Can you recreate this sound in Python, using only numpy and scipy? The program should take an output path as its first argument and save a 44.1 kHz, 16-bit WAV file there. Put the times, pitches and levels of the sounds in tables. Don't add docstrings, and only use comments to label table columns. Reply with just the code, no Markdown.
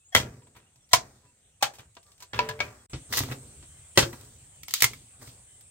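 import sys
import numpy as np
from scipy import signal
from scipy.fft import rfft, irfft
from scipy.io import wavfile
from scipy.ndimage import uniform_filter1d

SR = 44100
rng = np.random.default_rng(int(sys.argv[2]) if len(sys.argv) > 2 else 0)


def wav_out(sig):
    wavfile.write(sys.argv[1], SR, np.round(np.clip(np.atleast_2d(sig).T, -1, 1) * 32767).astype(np.int16))


def attenuation_scalar(level_db):
    decades = np.asarray(level_db, float) / 20
    return 10 ** decades


N = 251370
CUT_S = 2.88


def evened(x):
    return x / np.sqrt(np.mean(x ** 2) + 1e-20)


def peaked(x):
    return x / np.sqrt(uniform_filter1d(x ** 2, 180).max() + 1e-20)


def read(points, hz):
    f, value = np.transpose(points)
    return np.interp(np.log(hz + 1), np.log(f + 1), value)


def add(mix, s, sound):
    part = mix[..., round(s * SR):][..., :sound.shape[-1]]
    part += sound[..., :part.shape[-1]]


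def split(x, hz):
    low = signal.lfilter(*signal.butter(2, hz, fs=SR), x)
    return low, x - low


def high_pass(x, order, hz):
    return signal.lfilter(*signal.butter(order, hz, "high", fs=SR), x)


def colour(x, points):
    log_gain = np.log(attenuation_scalar(read(points, abs(np.fft.fftfreq(4096, 1 / SR)))))
    minimum_phase = np.exp(np.conj(signal.hilbert(log_gain)))
    taps = np.fft.ifft(minimum_phase).real[:2048]
    return signal.oaconvolve(x, taps[None], axes=1)[:, :x.shape[1]]


# pitch_hz, level_db_per_hz
RUMBLE_SPECTRUM = [(15, -35), (25, 1), (108, -4.5), (229, -22), (796, -26), (911, -31), (3340, -27.5),
                   (5000, -34), (8360, -16.5), (11300, -40), (16000, -41)]
# pitch_hz, width_hz, level_db
INSECT_BANDS = [(7700, 1900, -12), (8494, 2500, -6.5)]
# time_s, level_db
CHORUS_LEVELS = [
    [(0, -69), (1.43, -73), (2.2, -68), (2.85, -64)],
    [(2.91, -59), (3.12, -57.5), (3.9, -55), (4.3, -59.5), (5.7, -56)],
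]
# rumble_at_change_db, rumble_drift_db_per_s, mic_hiss_re_chorus_db
VIEWS = [
    (-61, 1, -16.5),
    (-50, -2, -21),
]
# pitch_hz, likeness_0_to_1
PORT_LIKENESS = [(60, 0.28), (300, 0.24), (1000, 0.84), (4000, 0.057), (12000, 0.25)]


def air():
    frames, hz, t = N // 256 + 5, np.fft.rfftfreq(1024, 1 / SR), np.arange(N) / SR
    view = (t > CUT_S).astype(int)
    insects_db = np.choose(view, [np.interp(t, *np.transpose(rows)) for rows in CHORUS_LEVELS])
    cut_db, drift_db, hiss_db = np.transpose(VIEWS)[:, view]
    band = sum(attenuation_scalar(db) / (1 + ((hz - f) / (w / 2)) ** 2) ** 2.7 for f, w, db in INSECT_BANDS)
    same = np.clip(read(PORT_LIKENESS, hz), 0, 1)[:, None]
    layers = (  # spectrum, level dB, patchiness dB
        (attenuation_scalar(read(RUMBLE_SPECTRUM, hz)), cut_db + drift_db * (t - CUT_S), 2.5),
        (band, insects_db - 0.5, 1.2),
        (hz / SR, insects_db + hiss_db, 1.5))
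    out = 0
    for shape, level_db, patchy_db in layers:
        a, b, c, d, patches = rng.standard_normal((frames, 513, 5)).T
        patches = evened(uniform_filter1d(uniform_filter1d(patches, 14, 0), 12, 1))
        left = a + 1j * b
        right = same * left + np.sqrt(1 - same ** 2) * (c + 1j * d)
        z = np.array([left, right]) * shape[:, None] * attenuation_scalar(patchy_db * patches)
        noise = signal.istft(z, nperseg=1024, noverlap=768)[1][:, :N]
        out = out + evened(noise) * attenuation_scalar(level_db)
    return out


# start_s, end_s, start_hz, end_hz, level_db
WHISTLES = [(0, 0.04, 2610, 2620, -71), (0.034, .056, 2670, 2960, -71), (.045, 0.079, 6820, 7030, -58),
            (.08, 0.11, 7600, 7600, -55), (.425, 0.462, 7300, 7800, -59), (.455, .485, 7950, 8100, -58),
            (0.609, 0.663, 2650, 2650, -73), (.66, 0.686, 2695, 2950, -69), (.803, .82, 3600, 3350, -70),
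            (0.816, .86, 3330, 3260, -75), (0.817, 0.861, 5815, 5630, -66), (1.208, 1.331, 1015, 960, -73),
            (1.241, 1.328, 2645, 2710, -73.5), (1.408, 1.547, 3400, 3280, -87.5),
            (2.034, 2.159, 1217, 1113, -70), (2.777, 2.844, 3386, 3250, -68),
            (3.672, 3.805, 3160, 3026, -68), (3.707, 3.903, 2140, 2063, -72),
            (4.51, 4.609, 3070, 3020, -71.5), (5.445, 5.601, 3060, 3030, -70.5),
            (5.419, 5.66, 2065, 2030, -74)]


def birds():
    out = np.zeros(N)
    for start, end, hz_0, hz_1, db in WHISTLES:
        hz = np.linspace(hz_0, hz_1, round((end - start) * SR))
        waver = 1 + 0.25 * evened(uniform_filter1d(rng.standard_normal(len(hz)), 500))
        whistle = np.sin(2 * np.pi * np.cumsum(hz) / SR) * signal.windows.tukey(len(hz), .6)
        add(out, start, attenuation_scalar(db) * waver * whistle)
    return out


def ring(modes, length, turn=0):
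    t = np.arange(length) / SR
    return sum(attenuation_scalar(db - 60 * t / max(t60, .005)) * np.sin(2 * np.pi * hz * t + turn * (-1) ** k)
               for k, (hz, db, t60) in enumerate(modes))


def crackle(count, spread_db):
    return rng.standard_normal(count) * attenuation_scalar(spread_db * np.minimum(rng.exponential(1, count), 5))


def ports(count, spread_db, same):
    left = crackle(count, spread_db)
    other = abs(left) * rng.choice([-1., 1.], count)
    return np.array([left, same * left + np.sqrt(1 - same ** 2) * other])


# pitch_hz, level_db, t60_s
FLOOR_WIDE = [(64.4, -14, 0.28), (87, -3.5, 0.08), (111, -0.5, .15), (128, -1, 0.12), (155, -10, 0.08),
              (235, -13.5, 0.03), (330, -13.5, 0.1)]
# pitch_hz, level_db, t60_s
FLOOR_CLOSE = [(67.6, -10.5, 0.12), (101, -12.5, 0.09), (119.9, -4.5, 0.25), (132, 2, 0.079),
               (183, -12.5, 0.014), (267, -5, 0.062)]


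def floor_boom(shake, s, length):
    return signal.fftconvolve(shake, ring(FLOOR_WIDE if s < CUT_S else FLOOR_CLOSE, length))[:len(shake)]


# pitch_hz, level_db_per_hz
FIBRE_SPECTRUM = [(180, -46), (350, -7.5), (1000, -4.5), (2200, -4.5), (3500, -4), (6000, -7.5),
                  (8000, -11), (10000, -18.5), (13000, -13), (15800, -11), (17000, -28)]


def knocks(rows, modes, crack_db, thin_hz, pan_db, edge_db):
    out, t = np.zeros((2, N)), np.arange(30000) / SR
    detune = .012
    pan = attenuation_scalar([[pan_db / 2], [-pan_db / 2]])
    for s, db, boom_db, top_db, t60 in rows:
        shifted = [(hz * (1 + detune * rng.standard_normal()), level, decay) for hz, level, decay in modes]
        body = np.array([ring(shifted, 9000, -0.53), ring(shifted, 9000, 0.15)])
        fade = attenuation_scalar(-60 * t / max(t60, .008))
        rattle = ports(len(t), 2.5, .55) * fade * np.minimum(t / .0009, 1)
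        blow = rattle[:1] * fade
        blow[0, 40] = 1.3 * np.linalg.norm(blow)
        tube = signal.fftconvolve(blow, body, axes=1)[:, :len(t)]
        tube = high_pass(tube, 2, thin_hz)
        crack = high_pass(colour(rattle, FIBRE_SPECTRUM), 3, thin_hz)
        low, high = split(crack, 6700)
        low = split(low, 11000)[0]
        high = high + (attenuation_scalar(edge_db) - 1) * split(high, 11000)[1]
        boom = floor_boom(rattle[0], s, 16030)
        near = peaked(tube) + attenuation_scalar(crack_db) * peaked(low) + attenuation_scalar(top_db + 6.0) * peaked(high)
        add(out, s - .001, attenuation_scalar(db - 4.0) * (near * pan + attenuation_scalar(boom_db) * peaked(boom)))
    return out


# start_s, peak_db, floor_boom_re_peak_db, crack_top_re_peak_db,
# rattle_t60_s
BLOW_1 = [
    (0.15, -5.5, -19.5, -3.5, 0.028),
    (0.163, -13, -11, -3.5, 0.039),
    (0.171, -20, -6.5, -3, 0.1),
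    (0.201, -30.5, -2.5, -1.5, 0.1),
    (.232, -40.5, -0.5, -6, 0.067),
]
BLOW_2 = [
    (0.933, -14, -21, 6.5, 0.031),
    (0.936, -4.5, -23.5, -8, 0.08),
]
BLOW_3 = [
    (1.6255, -16, -30, 0, 0.047),
    (1.629, -13.5, -24.5, -7, 0.092),
    (1.785, -46, -34, -1.5, 0.11),
]
# pitch_hz, level_db, t60_s
WHOLE_TUBE = [(270, -10, 0.06), (436, -14, 0.06), (605, -14, 0.08), (951, -8, 0.045), (1455, -12, .02),
              (2080, 5, 0.028), (2230, -1, .025), (3253, 6, 0.025), (3420, 1, .025), (4200, -8, 0.012)]
PART_SPLIT_TUBE = [(560, -3, .035), (640, -5, .03), (730, -3, .03), (1020, 2, .03), (1115, 0, .03),
                   (1750, -8, .025), (2030, -3, .025), (2290, -5, .04), (5300, -10, .012),
                   (6500, -11, .012)]
NEARLY_SPLIT_TUBE = [(620, -6, .025), (690, -3, .03), (815, 2, .04), (765, -1, .03), (900, -5, .03),
                     (1000, -9, .05), (1105, -8, .04), (1600, -11, .03), (1990, -9, .025), (2335, -8, .04),
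                     (3300, -9, .025), (4600, -14, .015)]


def club_blows():
    out = knocks(BLOW_1, WHOLE_TUBE, -1.5, 390, 0.8, -1.6)
    out += knocks(BLOW_2, PART_SPLIT_TUBE, -4.0, 670, -0.55, 0.3)
    return out + knocks(BLOW_3, NEARLY_SPLIT_TUBE, -1.0, 665, 0.92, -0.87)


# start_s, peak_db, t60_s, shudder_re_peak_db, fizz_re_peak_db
TEAR_EVENTS = [(0.2, -30, 0.55, 3, -5), (0.975, -37, 0.72, -1.5, -2.5), (1.675, -40.5, 0.47, -8, -4),
               (1.795, -40, 0.23, -6, -8.5), (2.335, -29.5, 1, -5, -6), (2.392, -30.5, 0.76, -3.5, -8.5),
               (2.603, -29.5, 0.69, -7, -4.5), (3.127, -26.5, 0.3, -6.5, 7.5), (3.205, -35.5, 1, 4.5, -3.5),
               (4.035, -36.5, 1, -1, -1), (4.135, -36.5, 0.16, 3, -3), (4.685, -56, 0.65, 1.5, 19),
               (4.742, -44.5, 0.32, -14, 21.5), (4.806, -39.5, 0.33, -13, 14),
               (4.826, -24.5, 0.11, -9, 5.5), (4.846, -20, 0.042, -2.5, 6), (4.9, -52.5, 0.6, 10, -5.5)]
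# peak_time_s, then as above
SCRAPE_EVENTS = [(0.564, -54.5, 1, -1, -12), (1.25, -62, 0.54, -5, -6.5), (2.08, -58, 0.91, -24, 2),
                 (3.122, -40.5, 0.063, 3, 3.5), (2.23, -46, 0.16, -30, -10), (3.18, -25.5, 0.2, -16, 8),
                 (3.322, -31, 0.16, 0.5, -3.5), (5.226, -43.5, 0.59, -1.5, 0.5),
                 (5.28, -53.5, 0.22, -3, 11)]


def tearing(rows, rise_s):
    rise_db = 19.5
    fade_bend = 0.69
    shudder_lingers, fizz_lingers = 0.19, 0.18
    out, t = np.zeros((2, N)), np.arange(20000) / SR - rise_s
    for s, db, t60, shudder_db, fizz_db in rows:
        clumps = attenuation_scalar(1.8 * evened(uniform_filter1d(rng.standard_normal(len(t)), 150)))
        breaks = ports(len(t), 1.6, 0.28) * clumps
        body, fizz = split(colour(breaks, FIBRE_SPECTRUM), 3800)
        fizz = high_pass(fizz, 2, 1900)
        slats = split(split(breaks[0], 480)[0], 480)[0]
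        shudder = evened(floor_boom(breaks[0], s, 6000)) + 0.83 * evened(slats)
        fade_db = 60 * (np.maximum(t, 0) / max(t60, .03)) ** fade_bend
        level = attenuation_scalar(db - 4.5 - fade_db + rise_db * np.minimum(t / rise_s, 0))
        level = level * signal.windows.tukey(len(t), .01)
        parts = evened(body) + attenuation_scalar(fizz_db + fizz_lingers * fade_db) * evened(fizz)
        parts = parts + attenuation_scalar(shudder_db + shudder_lingers * fade_db) * evened(shudder)
        add(out, s - rise_s, level * parts)
    return out


def fibres():
    return tearing(TEAR_EVENTS, 0.0041) + tearing(SCRAPE_EVENTS, 0.034)


NUDGE_CONTACTS = [(0.42, -59.5, -12.5, -14, 0.09), (0.47, -57, -2, -7, 0.076),
                  (0.552, -55.5, -18, -5, 0.069), (0.565, -49, -3, -2, 0.1), (0.759, -66.5, 6.5, 8, 0.047),
                  (0.891, -76, -6, 15, 0.17), (1.737, -51.5, -10.5, 1.5, 0.21), (1.755, -65, -10, 16, .03),
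                  (1.805, -66, -10, 13, .03), (1.952, -71, -10, 17, 0.021), (1.968, -43, -31, -20.5, 0.04),
                  (2.03, -72.5, -9.5, 14.5, 0.056), (2.065, -76, -10, 16, .04),
                  (2.118, -72, -9.5, 17, 0.047), (2.18, -73, -12, 16, 0.025),
                  (2.204, -58, -9.5, 11.5, 0.061), (2.224, -47.5, -24, 7, 0.074)]
# pitch_hz, level_db, t60_s
SLAT_MODES = [(370, -6, .06), (690, -6, .04), (960, 0, .05), (1190, -8, .04), (1620, -10, .03),
              (2670, -12, .03)]


def nudges():
    return knocks(NUDGE_CONTACTS, SLAT_MODES, 2.2, 300, 0.68, 3.0)


PARTING = [(2.333, -33, -32, -20, 0.05), (2.345, -34, -27, -17.5, 0.032), (2.364, -40, -28, -12, .03),
           (2.379, -38, -30, -13, 0.027), (2.405, -35, -30, -9, 0.023), (2.489, -28.5, -9, -2.5, 0.053),
           (2.496, -33.5, -13, -10, 0.043), (2.511, -37, -15, -10, .04)]
FIRST_LANDING = [
    (2.391, -14, -17, -19.5, 0.019),
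]
SECOND_LANDING = [
    (2.592, -38.5, -1, -9, 0.019),
    (2.604, -18.5, -33, -21, 0.039),
    (2.68, -49.5, -4, -13, 0.023),
]
# pitch_hz, level_db, t60_s
PARTING_MODES = [(480, -3, 0.05), (1000, 2, 0.07), (1430, -2, 0.04), (1720, 6, 0.045), (2150, -3, .05),
                 (2700, 0, .05), (3450, 0, .03)]
FIRST_HALF_MODES = [(807, -18, .05), (984, 9, 0.055), (974, -15, 0.3), (1357, -2, 0.08), (1742, 4, 0.05),
                    (2263, -5, 0.1), (2680, 2, 0.025), (3200, -3, .02)]
SECOND_HALF_MODES = [(600, -7, 0.15), (964, -10, 0.08), (1340, -6, 0.1), (1650, 0, 0.04), (2270, 4, 0.07),
                     (2443, -6, 0.12), (3490, -4, 0.03)]


def falling_halves():
    landed = attenuation_scalar(-200 * np.maximum(np.arange(N) / SR - 2.6, 0))
    out = knocks(PARTING, PARTING_MODES, 2.3, 366, 0.35, -2.9)
    out += knocks(FIRST_LANDING, FIRST_HALF_MODES, 0.18, 170, 1.3, 0.3) * landed
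    return out + knocks(SECOND_LANDING, SECOND_HALF_MODES, -0.074, 220, 4.0, 0.3)


# start_s, end_s, pitch_hz, level_db, rise_s, t60_s
HOLLOW_TONES = [
    (2.392, 2.6, 441, -33, .018, .9),
    (2.392, 2.5, 587, -29, .015, .2),
    (2.45, 2.78, 598, -42, .03, .9),
    (2.365, 2.42, 400, -38, .006, .1),
    (2.41, 2.6, 797, -50, .01, .6),
]


def hollow():
    out = np.zeros(N)
    for start, end, hz, db, rise_s, t60 in HOLLOW_TONES:
        t = np.arange(0, end - start, 1 / SR)
        swell = (1 - np.exp(-t / max(rise_s, .002))) * np.minimum((end - start - t) / .012, 1)
        add(out, start, swell * attenuation_scalar(db - 60 * t / t60) * np.sin(2 * np.pi * hz * t))
    return out


SLAP_CONTACTS = [
    (2.933, -36.5, 12, -27, 0.15),
    (3.627, -52, -12, -32.5, 0.147),
    (3.9752, -8.5, -11, -3, 0.03),
    (3.9805, -12, -6.5, -9, 0.06),
    (3.985, -15.5, -5, -2, .08),
    (3.9895, -17.5, -8.5, -1, 0.14),
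    (4.0265, -22.5, 4, -13.5, 0.088),
]
# pitch_hz, level_db, t60_s
THIN_TUBE = [(345, 7, 0.08), (540, -1, 0.05), (1040, -16, 0.04), (1360, -7, .03), (1521, -3, 0.035),
             (2040, -3, 0.02), (2265, -7, 0.03), (2655, -6, .03), (3190, -4, .03), (4400, -5, .02),
             (5600, -5, .015)]


def hand_slaps():
    return knocks(SLAP_CONTACTS, THIN_TUBE, 1.2, 310, 0.86, -7.0)


SLIP_CONTACTS = [(3.1258, -27.5, -12, -2, 0.022), (3.137, -25.5, -31, -12, 0.034),
                 (3.1727, -29, -25, 5, 0.02), (3.1787, -32, -39, 7, 0.034), (3.1835, -27, -30, -3, .02),
                 (3.1904, -32.5, -5, 10, 0.027), (3.2034, -31, 5, -4, 0.045),
                 (3.235, -35.5, 5.5, -3, 0.039), (3.288, -43, 10, -10, 0.016),
                 (3.3143, -38, -21, -11, 0.03), (3.321, -35.5, 1, -12, 0.025), (3.327, -39, -9, -15, 0.037),
                 (4.13, -41, -14, -6, 0.041), (4.2113, -64, -13, 13, 0.032),
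                 (4.2494, -61, -3.5, 7.5, 0.025), (4.5594, -65, -7.5, 4, 0.028),
                 (5.6094, -63.5, -14.5, 9.5, 0.036)]
# pitch_hz, level_db, t60_s
BLADE_MODES = [(1300, -4, .02), (2000, 0, .02), (2700, -3, .015), (5300, -10, .008)]


def blade_slips():
    return knocks(SLIP_CONTACTS, BLADE_MODES, 3.16, 700, 0.38, 1.9)


SNAP_CONTACTS = [(4.6335, -39.5, -10, 0, 0.027), (4.6831, -34.5, -45, -1.5, 0.022),
                 (4.709, -40.5, -32, 3, 0.028), (4.7385, -22.5, -43, 4.5, 0.024),
                 (4.805, -34.5, -41.5, 5, 0.04), (4.8223, -9.5, -24.5, 0, 0.018),
                 (4.8329, -16.5, -30, -1.5, 0.028), (4.8424, -8, -29.5, -6, 0.04),
                 (4.934, -35, -26.5, -10.5, 0.073), (5.2174, -48.5, -39, -15, 0.025),
                 (5.2764, -47, 7, -19, 0.046)]
# pitch_hz, level_db, t60_s
SPLIT_TUBE = [(1090, -6, .02), (1330, -6, .02), (2070, 1, .016), (2170, 3, .018), (2800, -7, .012),
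              (3300, -3, .016), (4750, -5, .015)]


def fibre_snaps():
    return knocks(SNAP_CONTACTS, SPLIT_TUBE, -11.0, 1000, 0.382, 1.5)


# pitch_hz, t60_s
SHELTER_DECAY = [(100, 0.16), (500, 0.25), (1000, 0.14), (2000, 0.12), (8000, 0.15), (16000, 0.04)]


def shelter(x):
    taps = np.zeros((2, 30000))
    at = np.arange(120, 29960, 20) + rng.integers(0, 20, (2, 1492))
    np.put_along_axis(taps, at, rng.choice([-1., 1.], at.shape), 1)
    hz, t, z = signal.stft(taps, SR, nperseg=256)
    tail = signal.istft(z * attenuation_scalar(-60 * t / read(SHELTER_DECAY, hz)[:, None]), SR, nperseg=256)[1]
    return signal.fftconvolve(x, tail / np.linalg.norm(tail[0]), axes=1)[:, :N]


def scene():
    t = np.arange(N) / SR
    before = t < CUT_S
    work = birds() + club_blows() + fibres() + nudges() + falling_halves()
    work += hand_slaps() + blade_slips() + fibre_snaps()
    work = np.where(before, work - .5 * split(work, 10000)[1], work)
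    near = work + hollow() + air()
    late = np.roll(near, 4, axis=1)
    direct = np.array([np.where(before, near[0], late[0]), np.where(before, late[1], near[1])])
    gap = np.clip((abs(t - CUT_S) - 0.016) / 0.002, 0, 1)
    return (direct + attenuation_scalar(-9.0) * shelter(work)) * gap


def smear(x):
    z = signal.stft(x, nperseg=2048, noverlap=1024)[2]
    bands = uniform_filter1d(rng.standard_normal(z.shape[1:]), size=9, axis=0)
    haze = z * np.exp(2j * np.pi * rng.random(z.shape)) * attenuation_scalar(6.0 * evened(bands) - 29)
    return x + signal.istft(haze, nperseg=2048, noverlap=1024)[1][:, :N]


def low_pass(x):
    return signal.sosfilt(signal.butter(12, 16990, fs=SR, output="sos"), x)


def record(dry):
    hz = np.fft.rfftfreq(N, 1 / SR)
    held = np.tanh(dry / 1.15) * 1.15
    mid, side = rfft(held[0] + held[1]) / 2, rfft(held[0] - held[1]) / 2
    side = side * np.sqrt(0.004 + 1 / (1 + (480 / (hz + 1)) ** 4))
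    low_cut = 1 / np.sqrt(1 + (56 / (hz + 1)) ** 6)
    band_limit = np.interp(hz, [15800, 16050, 17000], [1, .12, .03])
    heard = irfft(np.array([mid + side, mid - side]) * low_cut * band_limit, N)
    return low_pass(smear(heard))


dry = scene()
out = record(dry)
wav_out(out)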